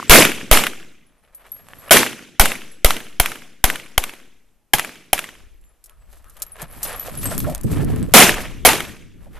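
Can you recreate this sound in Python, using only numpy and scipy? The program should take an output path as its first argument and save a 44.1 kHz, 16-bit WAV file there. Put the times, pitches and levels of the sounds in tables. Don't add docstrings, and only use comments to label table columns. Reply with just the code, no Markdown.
import sys
import numpy as np
from scipy import signal
from scipy.fft import rfft, irfft, next_fast_len
from scipy.io import wavfile
from scipy.ndimage import uniform_filter1d, map_coordinates

SR = 44100
rng = np.random.default_rng(int(sys.argv[2]) if len(sys.argv) > 2 else 0)


def waveform_to_disk(signal):
    frames = np.transpose(np.atleast_2d(signal))
    scaled = np.clip(frames, -1, 1) * 32767
    samples = np.round(scaled).astype(np.int16)
    wavfile.write(sys.argv[1], SR, samples)


def boost(x):
    u = np.asarray(x, float) / 20
    return 10 ** u


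N = 414099


def along(points, hz):
    f, v = np.transpose(points)
    return np.interp(np.log(hz + 1), np.log(f + 1), v)


def unit(x):
    return x / np.sqrt(np.mean(x ** 2) + 1e-20)


def wobble(rate, size=N):
    coarse = np.arange(0, size + 16, 16)
    knots = rng.standard_normal(int(size * rate / SR) + 4)
    return np.interp(np.arange(size), coarse, map_coordinates(knots, [coarse * rate / SR], order=2))


def strength(rows):
    return boost(np.interp(np.arange(N) / SR, *np.transpose(rows)))


# frequency in Hz, left-right likeness from 0 to 1.
AROUND = [(60, .6), (130, 0.2), (290, .9), (630, 0.98), (1400, 1), (3000, .94), (6500, .5), (14000, .3)]
# frequency in Hz, left-right likeness from 0 to 1.
ONE_SPOT = [(100, .95), (600, .99), (3000, .97), (6500, .82), (14000, .55)]


def stereo(pair, spectrum, alike):
    size = pair.shape[1]
    m = next_fast_len(size + 4096)
    hz = np.fft.rfftfreq(m, 1 / SR)
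    turn = np.arccos(np.clip(along(alike, hz), -1, 1)) / 2
    coloured = rfft(pair, m) * boost(along(spectrum, hz)) * [np.cos(turn), np.sin(turn)]
    mid, side = irfft(coloured, m)[:, :size]
    return unit(np.array([mid + side, mid - side]))


def noise(size, spectrum, alike):
    return stereo(rng.standard_normal((2, size)), spectrum, alike)


def pan(left_right_db):
    return boost([[left_right_db / 2], [-left_right_db / 2]])


def add(track, s, sound):
    i = round((s + 1) * SR)
    track[:, i:i + sound.shape[-1]] += sound


def spare_gain_db(spare_db, t):
    slide_s = .19 + .002 * spare_db
    return spare_db * np.clip(1 - t / slide_s, 0, 1)


# start in seconds, blast in dB, tail in dB, spare gain in dB, capsule sag from 0 to 3.
SHOTS = [(-.3, 0, -10.5, 5, .01), (.096, 2, -10, 21, .42), (0.5126, 9, -21, 15, .4),
         (1.9087, 12, -18, 18, .01), (2.3966, 11, -23, 9.5, .42), (2.8462, 5.5, -26, 7.5, .45),
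         (3.199, 4.5, -27, 3, .25), (3.6405, 5.5, -27.5, 5, .25), (3.9788, 0.2, -32, 1.5, .2),
         (4.735, 8.5, -27.5, 3, .06), (5.131, 0.5, -32, 3.5, .04), (8.138, 5, -12.5, 24, .01),
         (8.65, 14, -21.5, 14.5, 0.035)]
# pitch of the gap over its mean, sag left over right in dB.
AIM = [(1, 0), (.9, 0), (.78, 0), (.9, 0), (.91, 1), (.78, .5), (.89, 2), (.93, 4), (.93, 2), (1.02, -3),
       (.99, -5), (.9, 0), (.9, 0)]
# frequency in Hz, width in Hz, level in dB.
MUZZLE = [(790, 230, -0.5), (1620, 150, -3.5), (2200, 450, -6), (3100, 390, -6), (5900, 1600, -14.5),
          (11500, 3000, -6.5)]
# frequency in Hz, level in dB per Hz.
TAIL_COLOUR = [(59, -35), (100, -11), (222, -2.5), (399, -3.5), (700, -2), (1770, -8.5), (2270, -5.5),
               (3760, -11), (5040, -13), (7350, -12.5), (9460, -12.5), (10700, -7.5), (13500, -12),
               (15000, -32)]
# frequency in Hz, time to fall 60 dB in seconds.
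BAY_T60 = [(60, 1.3), (280, 1.08), (600, 0.56), (1000, 0.54), (1600, 0.8), (3400, 0.83), (4300, 0.7),
           (6000, 0.77), (12000, 0.53)]


def muzzle_colour(modes):
    hz = np.geomspace(50, 16000, 200)
    power = sum(boost(2 * db) / (1 + (2 * (hz - c) / width) ** 2) for c, width, db in modes)
    return np.transpose([hz, 10 * np.log10(power / (1 + (250 / hz) ** 4))])


def bay_tail(t):
    hz, frames, z = signal.stft(noise(SR, TAIL_COLOUR, AROUND), SR, nperseg=256)
    patches = uniform_filter1d(rng.standard_normal(z.shape[1:]), size=5, axis=0)
    patches = uniform_filter1d(patches, size=3, axis=1)
    decay_db = -60 * frames / along(BAY_T60, hz)[:, None]
    tail = signal.istft(z * boost(2.4 * unit(patches) + decay_db), SR, nperseg=256)[1][:, :SR]
    lumps = boost(0.51 * wobble(160, size=SR))
    return tail * lumps * (1 - np.exp(-t / .004))


def capsule_sag(t, spare_db):
    dip = -1.3 * (t / 0.0043) * np.exp(1 - t / 0.0044)
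    rebound_s = .182 - .0033 * spare_db
    swing = 0.55 * (1 - np.exp(-t / 0.039)) * np.exp(-t / 0.14)
    swing *= np.cos(np.pi / 2 * (t / rebound_s) ** .62)
    return dip + swing * np.cos(np.pi * t / 2) ** 2


def shots():
    track, t = np.zeros((2, N + 3 * SR)), np.arange(SR) / SR
    near_size = SR // 10
    for (s, blast_db, tail_db, spare_db, sag), (pitch, pan_db) in zip(SHOTS, AIM):
        modes = [(c * pitch if c < 2000 else c, width, db) for c, width, db in MUZZLE]
        pop = sum(boost(db - 60 * t / .016) * np.sin(2 * np.pi * c * t) for c, _, db in modes[:4])
        pop *= 1 - np.exp(-(t / .0008) ** 2)
        tail = bay_tail(t)
        near = np.pad(noise(near_size, muzzle_colour(modes), ONE_SPOT), ((0, 0), (0, SR - near_size)))
        burst = boost(blast_db - 4 - 60 * (t / 0.0058) ** 4)
        shelf = boost(blast_db - 23.5 - 10 * (t / 0.023) ** 2)
        blast = near * (burst + shelf) + boost(blast_db - .8) * pop
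        sagging = sag * capsule_sag(t, spare_db) * pan(pan_db)
        gain = boost(spare_gain_db(spare_db, t))
        add(track, s, (blast + boost(tail_db) * tail + sagging) * gain)
    return track[:, SR:SR + N]


# heard from in seconds, until in seconds,
# delay then in seconds, delay at the end in seconds, level over the tail in dB.
WALLS = [(.3, 1, .0602, .0602, 18), (0, .3, .0602, .0602, 23), (1, 5.5, .0602, .0602, 21),
         (0, 2.5, .1262, .1213, 11), (2.5, 5.5, .1215, .109, 10.5), (0, 1, .155, .155, 13),
         (1, 2.2, .155, .155, 2), (2.2, 5.5, .1572, .1586, 3), (0, .3, .041, .041, 15),
         (4.5, 5.5, .0496, .047, 15), (8, 9, .044, .037, 19), (8, 9, .085, .081, 12),
         (8.5, 9, .128, .128, -1), (8, 9, .155, .1545, 9)]


def returns():
    for shot_s, _, tail_db, spare_db, _ in SHOTS:
        for start, end, first, last, db in WALLS:
            if not start <= shot_s < end:
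                continue
            for crossings in range(2):
                path = np.interp(shot_s, (start, end), (first, last)) + crossings * .161
                loss_db = crossings * (-28 + .36 * spare_db)
                follow_db = .75 * (tail_db + 25 + spare_gain_db(spare_db, path)) - 25
                yield shot_s + path, db + loss_db + follow_db, path


def slaps():
    track, lead_s = np.zeros((2, N + 2 * SR)), .008
    t = np.arange(SR // 25) / SR - lead_s
    u = np.maximum(t, 0)
    slap_shape = (1 - np.exp(-(u / 0.00038) ** 2)) * (boost(-60 * u / 0.005) + boost(-5 - 60 * u / 0.016))
    shape = slap_shape + boost(-18.5 - 20 * (t / 0.018) ** 2)
    for s, db, path in returns():
        bright_db = -10 - 62 * path
        colour = [(200, -24), (900, -13), (1700, -5), (3200, -8), (4500, 1.2 * bright_db - 3.5),
                  (13000, 0.72 * bright_db - 4.5), (16000, -64.5)]
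        scatter = noise(len(t), colour, ONE_SPOT)
        ping = 1.6 * boost(-60 * u / .006) * np.sin(2 * np.pi * rng.uniform(1200, 2700) * u)
        slap = shape * (scatter + ping)
        add(track, s - lead_s, boost(db + 2.1) * slap / np.abs(slap).max())
    return track[:, SR:SR + N]


def band_bursts(events, alike, narrow):
    track, t = np.zeros((2, N + 2 * SR)), np.arange(SR // 8) / SR
    band = ((.58, -30), (.88, -6), (1, 0), (1.14, -6), (1.8, -26))  # (times the pitch, dB)
    for s, db, hz, t60 in events:
        colour = [(hz * k, narrow * d) for k, d in band] + [(4 * hz, -45)]
        shape = boost(-60 * t / t60) * (1 - np.exp(-30 * t / t60))
        add(track, s, boost(db - 2) * shape * noise(len(t), colour, alike))
    return track[:, SR:SR + N]


# start in seconds,
# peak in dB, pitch in Hz, time to fall 60 dB in seconds.
THUDS = [(0, -12, 1060, .012), (0.0276, -14, 1122, 0.0096), (6.621, -25, 766, 0.033),
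         (6.625, -28, 140, .08), (6.905, -26.5, 570, .06), (7.078, -26, 580, 0.081),
         (7.308, -22, 600, 0.097), (7.314, -19, 1270, 0.055), (7.443, -25.5, 1240, .07),
         (7.468, -18.5, 605, 0.23), (9.264, -41.5, 620, 0.079), (4.736, -12, 130, .07),
         (8.165, -1, 750, .25), (8.65, -12, 75, .2), (8.687, -6, 850, .08), (6.62, -30, 230, .08),
         (6.25, -48, 1300, .3), (5.9, -52, 1250, .2)]


def hollow_thuds():
    return band_bursts(THUDS, AROUND, narrow=1.0)


# start in seconds, peak in dB, pitch in Hz.
BRASS = [(1.3478, -25, 11530), (1.5176, -16, 11500), (1.5325, -36, 11500), (1.7853, -32, 11500),
         (2.7152, -34, 11100), (5.6122, -54, 11100), (5.69, -51, 10770), (5.896, -44.5, 10400),
         (6.2805, -43, 10900), (6.3894, -35, 11100), (6.4647, -35, 11600), (6.5181, -25, 10700),
         (6.7226, -32, 11200), (6.8299, -14, 11970), (6.869, -21, 10900), (6.9285, -27, 11000),
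         (6.96, -20, 11560), (6.9955, -14.5, 11910), (7.1123, -26, 10930), (7.1739, -18, 11200),
         (7.1838, -17, 10130), (7.2414, -14, 11620), (7.2543, -12, 8340), (7.2694, -22, 12000),
         (7.3494, -28, 10770), (7.3844, -15, 11660), (7.4294, -30, 11500)]
# start in seconds, peak in dB, pitch in Hz,
# time to fall 60 dB in seconds.
BRASS_OWN_T60 = [(.03, -38, 12200, .08), (.03, -40, 11300, .06), (.08, -30, 7700, .11),
                 (.93, -56, 10700, .15), (1.065, -54, 10700, .15), (1.18, -52, 9600, .06),
                 (1.233, -54, 11100, .15), (1.56, -47, 10200, .15), (1.81, -50, 7700, .2),
                 (1.81, -44, 11300, .2), (1.86, -42, 10800, .1), (1.88, -35, 11300, .2),
                 (2.716, -49, 7850, .33), (4.6, -71, 830, .6), (5.51, -56, 11100, .05),
                 (5.54, -58, 11900, .05), (5.56, -56, 11400, .1), (5.57, -56, 10500, .05),
                 (5.612, -58, 7500, .08), (5.64, -55, 7200, .3), (5.645, -53, 10500, .2),
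                 (5.645, -57, 11500, .15), (5.97, -55, 11100, .05), (6.0, -56, 7900, .15),
                 (6.32, -48, 9300, .05), (6.335, -48, 11900, .06), (6.6159, -23, 11500, .03),
                 (6.68, -43, 11050, .3), (6.7, -40, 11900, .4), (6.77, -39, 11050, .3),
                 (6.77, -37, 11900, .3), (6.835, -22, 7600, .04), (6.84, -20, 8600, .04),
                 (7.27, -24, 7700, .1), (7.325, -33, 8500, .1), (7.33, -30, 10800, .15),
                 (7.64, -40, 8100, .2), (7.7558, -27, 10200, .04), (7.76, -32, 8400, .06),
                 (7.925, -42, 8800, .08), (8.0282, -26, 7950, .035)]


def brass():
    track, t = np.zeros((2, N + 2 * SR)), np.arange(SR // 4) / SR
    modes = ((1, 1), (.4, 1.004), (.04, .953))
    for s, db, hz, t60 in [(*row, .085) for row in BRASS] + BRASS_OWN_T60:
        phases = 2 * np.pi * rng.random((3, 2, 1))
        tone = sum(g * np.sin(2 * np.pi * hz * k * t + p) for (g, k), p in zip(modes, phases))
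        tumble_db = np.interp(t, np.linspace(0, t[-1], 30), rng.normal(0, 2.8, size=30))
        t60 = max(t60, .01)
        ring = boost(-60 * t / t60) + boost(-11 - 60 * t / (4.5 * t60))
        ring *= (1 - np.exp(-t / .0007)) * np.cos(2 * np.pi * t)
        add(track, s, boost(db - 8.5 + tumble_db) * ring * tone * pan(1.6))
    return track[:, SR:SR + N]


def dry_contacts(events, crack_s, drag_s, drag_db, spike_db):
    track, t = np.zeros((2, N + 2 * SR)), np.arange(SR // 25) / SR
    spike = boost(spike_db - 60 * t / .0015)
    drag = boost(drag_db - 28 * (t / drag_s) ** 2) * (1 - np.exp(-t / .002))
    shape = boost(-2.5 - 60 * t / crack_s) + drag
    for s, db, body_db, pan_db in events:
        colour = [(300, body_db - 22.5), (1200, body_db + 12), (3000, body_db + 8),
                  (5000, -11), (11000, -1.5), (16000, -5)]
        click = noise(len(t), colour, ONE_SPOT) * (shape + spike * (body_db < 0))
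        add(track, s, boost(db - 6 + max(body_db, 0)) * click * pan(pan_db))
    return track[:, SR:SR + N]


# start in seconds, peak in
# dB, body in dB, left over right in dB.
TICKS = [(1.2494, -48.5, 8, 3.5), (1.3974, -49.5, -1, 0), (1.4254, -50, 1, 1.5), (1.6863, -29, -9, -5.0),
         (1.7344, -40, 17.5, 1), (1.7452, -41, -10, 2.5), (5.6394, -44, -5, 3.5), (5.896, -32, -13, -1),
         (6.2437, -38, -15, 2), (6.4655, -33, -17, 1.5), (6.6274, -19, -26, 0), (6.9967, -22, -14.5, -2.5),
         (7.153, -21, -16, 1.0), (7.2569, -8.5, -26, -1.5), (7.3796, -7, -23, 4), (7.403, -9, -14, -0.5),
         (7.5489, -7, -21.5, 0.5), (7.557, -17.5, -16, -0.5), (7.5797, -24, -20, 0),
         (7.6121, -20.5, -32.5, 0.5), (7.8471, -21.5, -22, 1.5), (7.9613, -23.5, -16, 3),
         (8.0282, -22.5, -14, 1.5), (9.2061, -52, 12, -2),
         (.0285, -30, -14, 0), (.08, -32, -25, 0), (.925, -52, -20, 0), (1.028, -55, 2, 0),
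         (1.53, -45, -8, 0), (1.596, -48, -10, 0), (5.612, -48, -20, 0), (5.652, -56, 5, 0),
         (6.4008, -30, -20, 0), (6.557, -38, -10, 0), (6.566, -36, -12, 0), (6.5824, -42, 0, 0),
         (6.7126, -33, -14, .5), (6.8014, -42, 5, -.5), (6.852, -18, -18, 0), (6.9241, -33, -4, 0),
         (6.9486, -30, -6, 0), (7.0314, -34, -8, 0), (7.0538, -31, -6, 0), (7.0763, -30, -6, 0),
         (7.189, -28, -14, 0), (7.3098, -26, -4, 0), (7.335, -28, -10, 0), (7.443, -30, -8, 0),
         (7.665, -34, -18, 0), (7.7069, -36, -4, 0), (7.7303, -27, -12, .5), (7.9214, -35, -12, .5),
         (7.9977, -32, -12, 0), (8.064, -37, -14, 0),
         (1.8947, -35, 20, 0.5),
    (1.8785, -40.5, 11.5, -2),
]
# start in seconds, peak in dB, body in dB, left over right in dB.
SCUFFS = [(1.3471, -35, -31, 1.3), (1.4654, -39, -3, 1.0), (5.8402, -30, -31, 1.52),
          (5.8584, -33, -28, 1.1), (6.1272, -38, -25, 1.0), (6.2971, -35, -28, 0.55),
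          (6.3677, -32.5, -10, 0.94), (6.42, -9, -29, 0.81), (6.6179, -19, -18, 1.0),
          (6.8305, -9, -26, 0.92), (7.2308, -16.5, -14.5, 1.2), (7.4974, -22.5, -14.5, 1.0),
          (7.6336, -24, -30.5, 1.0), (7.7159, -23, -19, 1.0), (9.3304, -44.5, -6, 0.98)]


def stones_and_kit():
    short = dry_contacts(TICKS, crack_s=0.009, drag_s=0.0073, drag_db=-13.5, spike_db=2.5)
    return short + dry_contacts(SCUFFS, crack_s=0.021, drag_s=0.024, drag_db=-7, spike_db=-12)


# time of most weight in seconds, crunch in dB, grit over crunch in dB,
# loading in dB per second, settling in dB per second.
STEPS = [(1.27, -63, -17, 25, 30), (1.47, -53, -12, 150, 100), (1.55, -54, -8, 100, 90),
         (1.89, -48, -6, 25, 300), (5.4, -65, -7, 30, 150), (5.66, -70, -9, 400, 40),
         (5.87, -65, -8, 500, 10), (6.13, -54, -1, 400, 180), (6.27, -63, -8, 40, 15),
         (6.42, -52, -2, 150, 110), (6.62, -38, -12, 150, 400), (6.75, -48, -4, 100, 5),
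         (6.84, -35, -4, 500, 26), (7.1, -43, -4, 60, 40), (7.26, -35, 0, 250, 55), (7.5, -45, -8, 30, 40),
         (7.74, -35, -5, 200, 80), (7.97, -42.5, -9, 25, 50), (8.4, -33, -11, 60, 130),
         (8.85, -44, -2, 60, 140), (9.244, -55, -10, 200, 200), (9.345, -53, -9, 300, 10)]


def treading():
    power, t = np.zeros((2, N + 3 * SR)), np.arange(-SR // 2, SR // 2) / SR
    bangs = np.array([row[0] for row in SHOTS] + [N / SR])
    for s, db, grit_db, loading, settling in STEPS:
        fall_db = np.where(t < 0, -loading, settling) * t
        shape = boost(2 * (db - fall_db)) * np.cos(np.pi * t) ** 2
        before_bang = s + t < bangs[bangs > s][0]
        add(power, s - .5, shape * before_bang * boost([[0], [2 * grit_db]]))
    return np.sqrt(power[:, SR:SR + N])


def gravel(spectrum, density, spread_db):
    clumps = boost(5 * wobble(60) + 4 * wobble(22))
    hits = rng.random((2, N)) < density * clumps / SR
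    size_db = np.minimum(spread_db * rng.exponential(size=(2, N)), 9)
    sizes = boost(size_db) * rng.standard_normal((2, N))
    return stereo(unit(hits * sizes) + .28 * rng.standard_normal((2, N)), spectrum, AROUND)


# frequency in Hz, level in dB per Hz.
CRUNCH = [(200, -25), (400, -7), (600, -1), (880, -6.5), (1250, -4), (1500, -9), (1750, -5.5), (2050, -11),
          (2350, -10), (3500, -17), (6000, -28)]
# frequency in Hz, level in dB per Hz.
GRIT = [(1760, -41.5), (3000, -12.5), (6870, -12.5), (8410, -7.5), (9170, -13.5), (11500, -3),
        (15000, -24.5)]


def footsteps():
    crunch, grit = treading()
    crunching = crunch * boost(1.2) * gravel(CRUNCH, density=2200, spread_db=3.1)
    return crunching + grit * boost(2.8) * gravel(GRIT, density=3500, spread_db=2.5)


def buffeting(spectrum, rate):
    lumps = boost(2.6 * wobble(rate) + 2.2 * np.array([wobble(rate), wobble(rate)]))
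    return unit(lumps * noise(N, spectrum, [(20, 0.75), (60, -.25), (200, .05)])) * pan(1.6)


# time in seconds, strength in dB.
HANDLING = [(.95, -70), (1.7, -68), (1.89, -57), (2.1, -85), (5.15, -72), (5.4, -47), (5.6, -49),
            (5.81, -68), (6.0, -48), (6.5, -50), (6.7, -42), (7.2, -37), (7.46, -30), (8.1, -32),
            (8.65, -33), (8.85, -41), (9.39, -39)]
# frequency in Hz, level in dB per Hz.
RUMBLE = [(10, -7.5), (30, -3), (60, -10), (150, -30.5), (400, -71)]


def handling():
    return boost(2.5) * strength(HANDLING) * buffeting(RUMBLE, rate=2)


# time in seconds, strength in dB.
WIND = [(1.4, -73), (1.55, -54), (1.9, -53), (2.05, -85), (5.4, -67), (5.81, -84), (6.08, -63), (6.45, -61),
        (6.82, -45), (7.02, -47), (7.2, -31), (7.46, -22), (7.632, -44), (7.648, -20), (8.088, -23),
        (8.104, -38), (8.5, -36), (9.39, -48)]
# frequency in Hz, level in dB per Hz.
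GUST = [(35, -29.5), (60, -1), (124, 1), (265, -5), (450, -17), (800, -44), (1170, -58.5), (1980, -120)]
# start in seconds, peak in dB, pitch in Hz,
# time to fall 60 dB in seconds.
PUFFS = [(7.643, -17, 300, .05), (7.665, -16, 120, .08), (7.71, -15, 330, .05), (7.765, -15, 220, .06),
         (7.795, -21, 450, .05), (7.832, -19, 420, .04), (7.898, -18, 380, .05), (7.963, -18, 300, .05),
         (8.085, -20, 260, .04), (8.118, -16, 110, .06)]


def wind():
    return strength(WIND) * buffeting(GUST, rate=32) + band_bursts(PUFFS, [(100, .1)], narrow=.3)


# frequency in Hz, level in dB per Hz.
HUSH = [(12, -28.5), (20, -4), (41, -9), (124, -33.5), (357, -26), (4690, -41.5), (11400, -38.5),
        (13100, -36), (15000, -62.5)]


def hush():
    return boost(-64 + 1.5 * wobble(6)) * noise(N, HUSH, AROUND)


def scene():
    bangs = shots() + slaps()
    ground = hollow_thuds() + brass() + stones_and_kit() + footsteps()
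    return bangs + ground + handling() + wind() + hush()


def top_cut(x):
    return signal.sosfilt(signal.butter(12, 15260, fs=SR, output="sos"), x)


def record(dry):
    clipped = dry / (1 + np.abs(dry / 0.87) ** 12) ** (1 / 12)
    m = next_fast_len(N + 4096)
    hz = np.fft.rfftfreq(m, 1 / SR)
    kept = boost(-28 / (1 + np.exp((14300 - hz) / 150)))
    mix = irfft(rfft(clipped, m) * kept, m)[:, :N]
    return top_cut(mix)


dry = scene()
out = record(dry)
waveform_to_disk(out)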